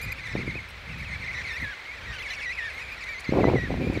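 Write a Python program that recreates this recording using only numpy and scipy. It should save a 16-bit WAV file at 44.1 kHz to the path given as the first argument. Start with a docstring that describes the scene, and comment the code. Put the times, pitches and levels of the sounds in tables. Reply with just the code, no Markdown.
"""Penguin chicks on open ice

Close to the microphone, chicks whistle quick scooped and arched peeps, shaped by throat and beak,
and end their calls on a long falling note. Further off, the colony blends into a twittering wash,
and feet scuff the snow. Wind eddies rumble on the microphone and buffet it hard near the end."""
import sys
import numpy as np
from scipy import signal
from scipy.fft import rfft, irfft
from scipy.io import wavfile
from scipy.ndimage import uniform_filter1d

SR = 44100
rng = np.random.default_rng(int(sys.argv[2]) if len(sys.argv) > 2 else 0)


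def output_pcm(signal):
    """Save a mono or channel-first signal as 16-bit PCM at the path in sys.argv[1].

    Samples are clipped to [-1, 1] before scaling.
    """
    pcm = np.clip(np.atleast_2d(signal).T, -1, 1) * 32767
    wavfile.write(sys.argv[1], SR, np.round(pcm).astype(np.int16))


N = 176400


# Scooped peeps close by, levels before the throat: (start [s], length [s], first pitch [Hz],
# middle pitch [Hz], last pitch [Hz], level [dB], overtones [dB])
SCOOPED_PEEPS = [(0.238, 0.033, 2428, 2010, 1850, -32.5, -5.5), (0.33, 0.056, 2600, 1823, 2550, -36, -5),
                 (0.403, 0.031, 2794, 2154, 1680, -35.5, -7), (.47, 0.044, 2403, 2130, 1890, -33, -9),
                 (0.891, 0.043, 3230, 2670, 2390, -37, -10), (1.048, 0.027, 3260, 2560, 2200, -37.5, -18),
                 (1.088, .05, 2305, 1800, 2100, -42, -26), (1.22, 0.048, 2930, 1945, 2420, -42, -5),
                 (1.278, 0.04, 2500, 2020, 2400, -30, -15), (1.334, 0.056, 2987, 1945, 2160, -33.5, 2),
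                 (1.379, 0.038, 2165, 1900, 2400, -35, -2), (1.44, .04, 2890, 2100, 2000, -34.5, 2),
                 (1.477, 0.11, 2274, 1790, 2310, -32.5, -2), (2.185, 0.042, 2395, 2040, 2650, -35, -2),
                 (2.287, .065, 2760, 1997, 2900, -36.5, 11), (2.43, .108, 2810, 1933, 2770, -29.5, -4),
                 (3.011, 0.026, 2630, 2327, 1950, -35, 6), (3.13, .067, 2550, 2038, 2380, -35, 3),
                 (3.249, 0.074, 2444, 2060, 2860, -34.5, 6), (3.403, 0.1, 2850, 1990, 2760, -33, -4.5),
                 (3.95, 0.024, 2566, 2250, 1966, -37, 6)]
def near_scoops(flick_s=.006, flick_drop=.206, edge_bright_db=12.5):
    """Peeps that sag in pitch; the voice flicks up into each and down out of it, bright with strain."""
    out = np.zeros(N)
    flick = 1 - flick_drop * np.linspace(0, 1, int(flick_s * SR)) ** 2
    for start, length, first, middle, last, db, overtones_db in SCOOPED_PEEPS:
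        hz = bend(length, first, middle, last, power=3)
        hz = np.concatenate([hz[0] * flick[::-1], hz, hz[-1] * flick])
        edges = np.linspace(-1, 1, len(hz)) ** 4
        add(out, start - flick_s, undb(db) * whistle(hz, overtones_db, edge_bright_db * edges, partials=3))
    return out


# Arched peeps close by, levels before the throat: (start [s], length [s], first pitch [Hz],
# middle pitch [Hz], last pitch [Hz], level [dB], overtones [dB])
ARCHED_PEEPS = [(0.013, 0.044, 1930, 2470, 2380, -32, 13), (0.118, 0.013, 2320, 2480, 2120, -25.5, 6.5),
                (.537, 0.06, 1970, 2560, 1870, -32.5, -14), (.686, .028, 2400, 2820, 2500, -52.5, 26),
                (.972, 0.082, 1740, 2200, 1370, -50, 9.5), (1.125, 0.052, 1874, 2280, 2330, -34.5, -21),
                (1.516, .06, 2265, 2660, 2400, -38.5, 2), (1.596, 0.062, 1788, 2130, 1760, -33, -2),
                (1.85, .09, 2110, 2170, 2550, -36.5, -9), (2.73, 0.1, 1960, 2160, 2450, -39.5, 3.5),
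                (2.915, 0.035, 2335, 2440, 2560, -31.5, -3), (3.068, 0.073, 2080, 2340, 2153, -33.5, -5),
                (3.812, 0.087, 2344, 2390, 2550, -38.5, -2)]
def near_arches():
    """Peeps that rise, then tip over or climb on."""
    out = np.zeros(N)
    for start, length, first, middle, last, db, overtones_db in ARCHED_PEEPS:
        hz = bend(length, first, middle, last)
        add(out, start, undb(db) * whistle(hz, overtones_db, partials=6))
    return out


# Call endings close by, levels before the throat:
# (start [s], length [s], pitch [Hz], level [dB], overtones [dB])
CLOSING_NOTES = [(1.619, 0.13, 1667, -28.5, -26), (2.57, .14, 1825, -28.5, -16),
                 (3.54, .15, 1916, -31, -11.5)]
def near_closers():
    """The long falling whistle that ends a near chick's call."""
    out = np.zeros(N)
    for start, length, hz, db, overtones_db in CLOSING_NOTES:
        add(out, start, undb(db) * whistle(falling_pitch(length, hz), overtones_db))
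    return out


# Glide of a closing note: (time [share of the note], pitch [ratio])
CLOSING_GLIDE = [(0, 1.29), (.16, 1.06), (.38, .988), (0.659, 1.012), (0.83, .94), (1.002, .8)]
def falling_pitch(length, hz):
    """Pitch that drops, holds and falls away."""
    share, ratio = np.array(CLOSING_GLIDE).T
    size = int(length * SR)
    glide = np.interp(np.linspace(0, 1, size), share, ratio)
    return hz * uniform_filter1d(glide, size // 7, mode="nearest")


def bend(length, first, middle, last, power=1.7):
    """Pitch that bends through a middle value, steepest at both ends."""
    u = np.linspace(-1, 1, int(length * SR))
    return middle + np.where(u < 0, first - middle, last - middle) * np.abs(u) ** power


# Resonances of a chick's throat and beak: (frequency [Hz], gain [dB])
THROAT_RESPONSE = [(1100, -26), (1600, -9), (2000, -2.5), (2550, -6), (3100, -14), (3900, -16),
                   (4800, -25.5), (5600, -22), (6700, -31.5), (8600, -33), (10500, -36.5), (12300, -33),
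                   (15500, -48)]
def whistle(hz, overtones_db, octave_db=0, partials=4, jitter=.008, rasp=.063):
    """A chick's voice: a few wavering partials, shaped by throat and beak."""
    size = len(hz)
    u = np.linspace(0, 1, size)
    unsteady = jitter + rasp * np.abs(2 * u - 1) ** 6.8  # the pitch breaks up towards both ends
    phase = 2 * np.pi * np.cumsum(hz * (1 + unsteady * walk(2000, size))) / SR
    tone = colour(THROAT_RESPONSE, hz) * np.sin(phase)
    for k in range(2, partials + 1):
        waver_db = 3 * walk(172, size)
        db = overtones_db * np.sqrt(k - 1) / 2 + (k == 2) * octave_db + waver_db
        tone += undb(db) * colour(THROAT_RESPONSE, k * hz) * (k * hz < SR / 2) * np.sin(k * phase)
    swell = np.clip(np.minimum(u, 1 - u) / .16, 0, 1)
    shimmer = undb(2 * walk(164, size))
    return np.sqrt(2 * swell) * tone * shimmer


def colony_calls(calls_per_s=8, note_s=.052, gap_s=.05, bend_depth=.38):
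    """Many chicks, each calling three bent notes and a closing note at its own pitch."""
    out = np.zeros(N)
    for n in range(int(calls_per_s * 4.5)):
        timing, voice, strength = rng.standard_normal(3)
        start = (n + timing / 2) / calls_per_s - .5
        hz = 2060 * np.exp(.13 * voice)
        gain = undb(1.5 * np.tanh(strength))
        for stretch, lift, kind, ending in rng.random((3, 4)):
            length = note_s * (.5 + stretch)
            high = hz * (1 + bend_depth * (.5 + lift))
            last = hz * (1 + bend_depth * (2 * ending - .5))
            pitch = bend(length, high, hz, last) if kind < .7 else bend(length, hz, high, hz)
            add(out, start, gain * whistle(pitch, overtones_db=0, octave_db=-1))
            start += length + gap_s
        add(out, start, gain * whistle(falling_pitch(2 * note_s, hz), overtones_db=0, octave_db=-1))
    return unit(out)


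# The colony as it reaches the microphone from further off: (time [s], level [dB])
COLONY_LEVEL = [(0, -40), (.45, -40.5), (.78, -49), (.95, -43), (1.55, -38), (1.82, -50.5), (2.2, -35),
                (2.55, -40.5), (3.1, -41), (3.36, -49.5), (4, -44)]
def colony(echo_db=-20.5, echo_t60_s=.14):
    """The twittering crowd, blurred by short diffuse reflections from ice and bodies."""
    calls = colony_calls()
    t = np.arange(SR // 2) / SR
    tail = rng.standard_normal(len(t)) * undb(-60 * t / echo_t60_s)
    echo = signal.fftconvolve(calls, tail / np.linalg.norm(tail))[:N]
    return unit(calls + undb(echo_db) * echo) * undb(curve(COLONY_LEVEL))


# Wind right on the microphone, before flutter and a 3 dB lift: (time [s], level [dB])
WIND_LEVEL = [(0, -46.5), (.07, -39), (.17, -48.5), (.32, -43.5), (.35, -34.5), (.57, -39), (.63, -47),
              (.85, -50.5), (.9, -41), (1.49, -47), (1.55, -54.5), (1.63, -36.5), (1.76, -61.5), (2.1, -44),
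              (2.26, -53.5), (3.275, -52), (3.32, -27.5), (3.45, -24.5), (3.57, -27), (3.61, -34),
              (3.69, -35.5), (3.72, -29.5), (4, -33)]
def wind(low_cut_hz=51.7, slope_db_per_octave=14.5):
    """Eddies on the microphone: a fluttering rumble that reaches higher as the gust grows."""
    out, power = np.zeros(N), np.zeros(N)
    gust_db = curve(WIND_LEVEL)
    flutter_db = 5 * np.tanh(walk(167.65, N))
    corner_hz = 179 * 2 ** ((gust_db + 39) / 9.5)  # an octave higher for each 9.5 dB
    for hz in 28 * 2 ** (np.arange(14) / 2):
        band = noise([(hz / 2, -70), (hz / 1.2, 0), (hz * 1.2, 0), (hz * 2, -70)], N)
        gain = 1 / np.hypot(1, undb(slope_db_per_octave * np.log2(hz / corner_hz)))
        gain /= np.hypot(1, (low_cut_hz / hz) ** 4)
        gain *= hz / np.hypot(hz, corner_hz / 7)  # strong gusts shift away from the deep bass
        out += gain * band * undb(flutter_db * min(hz / 250, 2))
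        power += gain ** 2
    return out / np.sqrt(power) * undb(gust_db + 3)


# Hard knocks of wind on the microphone: (time [s], level [dB], frequency [Hz])
WIND_BUFFETS = [(.354, -15, 300), (.361, -22, 587), (0.479, -18.5, 231), (.556, -27.5, 325),
                (3.293, -13.5, 187), (3.325, -9.5, 282), (3.337, -15, 516), (3.375, -14, 340),
                (3.388, -7, 346), (3.41, -10.5, 300), (3.443, -6.5, 660), (3.454, -6, 254),
                (3.474, -10, 378), (3.5, -14, 496), (3.528, -15, 440), (3.545, -9.5, 240),
                (3.706, -14.5, 357), (3.742, -18.5, 490), (3.826, -14.5, 240), (3.9, -14, 221),
                (3.975, -13, 250)]
def buffets():
    """Single strong eddies sweep past, each a short, steep pressure swing."""
    out = np.zeros(N)
    t = np.arange(SR // 25) / SR - 1 / 50
    for centre, db, hz in WIND_BUFFETS:
        swing = np.exp(2j * np.pi * rng.random()) / (1 - 2j * np.pi * hz * t / 3) ** 4
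        add(out, centre + t[0], undb(db) * swing.real)
    return out


# Faint footwork on the snow: (start [s], length [s], level [dB])
FOOT_SCUFFS = [(0.222, 0.096, -62.5), (3.04, 0.0067, -54), (3.183, .04, -53.5), (3.93, 0.015, -58)]
# Hiss of scraped snow: (frequency [Hz], gain [dB])
SNOW_SPECTRUM = [(1500, -16), (4000, 1), (9000, 1), (15000, -15)]
def scuffs():
    """Feet scrape the snow in short gritty bursts."""
    out = np.zeros(N)
    for start, length, db in FOOT_SCUFFS:
        size = int(length * SR)
        grit = noise(SNOW_SPECTRUM, size) * undb(5.6 * walk(435, size))
        add(out, start, undb(db) * unit(grit * np.hanning(size)))
    return out


# Colony and air far across the ice: (frequency [Hz], gain [dB])
FAR_SPECTRUM = [(120, -12), (200, -10.5), (345, -11), (515, -5), (700, -9), (1230, -5), (2300, -0.5),
                (2850, -9.5), (4100, -10), (5200, -20), (10400, -35.5), (12700, -35), (15500, -40.5)]
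def far_wash(level_db=-42.5):
    """The farthest birds and the open air merge into a gently wavering noise."""
    return noise(FAR_SPECTRUM, N) * undb(level_db + walk(4.74, N))


def undb(db):
    """Decibels to gain."""
    return 10 ** (np.asarray(db) / 20)


def unit(x):
    """Scale to rms 1."""
    return x / (np.std(x) + 1e-12)


def curve(points):
    """Join (time [s], value) points with straight lines."""
    return np.interp(np.arange(N) / SR, *np.array(points).T)


def colour(points, hz):
    """Gain of a (frequency [Hz], gain [dB]) spectrum at the given frequencies."""
    f, db = np.array(points).T
    return undb(np.interp(np.log(hz + 1), np.log(f), db))


def noise(points, size):
    """Noise with a (frequency [Hz], gain [dB]) spectrum."""
    white = rfft(rng.standard_normal(size))
    return unit(irfft(white * colour(points, np.fft.rfftfreq(size, 1 / SR)), size))


def walk(hz, size):
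    """Random wander with a spread near 1."""
    knots = 1.2 * rng.standard_normal(1024)
    return np.interp(np.arange(size) * hz / SR, np.arange(len(knots)), knots)


def add(out, start, x):
    """Mix a sound in at a time."""
    i = int(start * SR)
    a, b = max(i, 0), min(i + len(x), N)
    if b > a:
        out[a:b] += x[a - i:b - i]


def scene():
    """One microphone on the ice: chicks in front, the colony behind, wind and footwork."""
    behind = colony() + far_wash()
    near_chicks = near_scoops() + near_arches() + near_closers()
    return (near_chicks + behind + wind() + buffets() + scuffs())[None]


def record(dry):
    """The recorder cuts the deepest rumble and the top."""
    low_cut = signal.butter(2, 32, "high", fs=SR, output="sos")
    high_cut = signal.ellip(10, .2, 80, 15700, fs=SR, output="sos")
    return signal.sosfilt(high_cut, signal.sosfilt(low_cut, dry))


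dry = scene()
out = record(dry)
output_pcm(out)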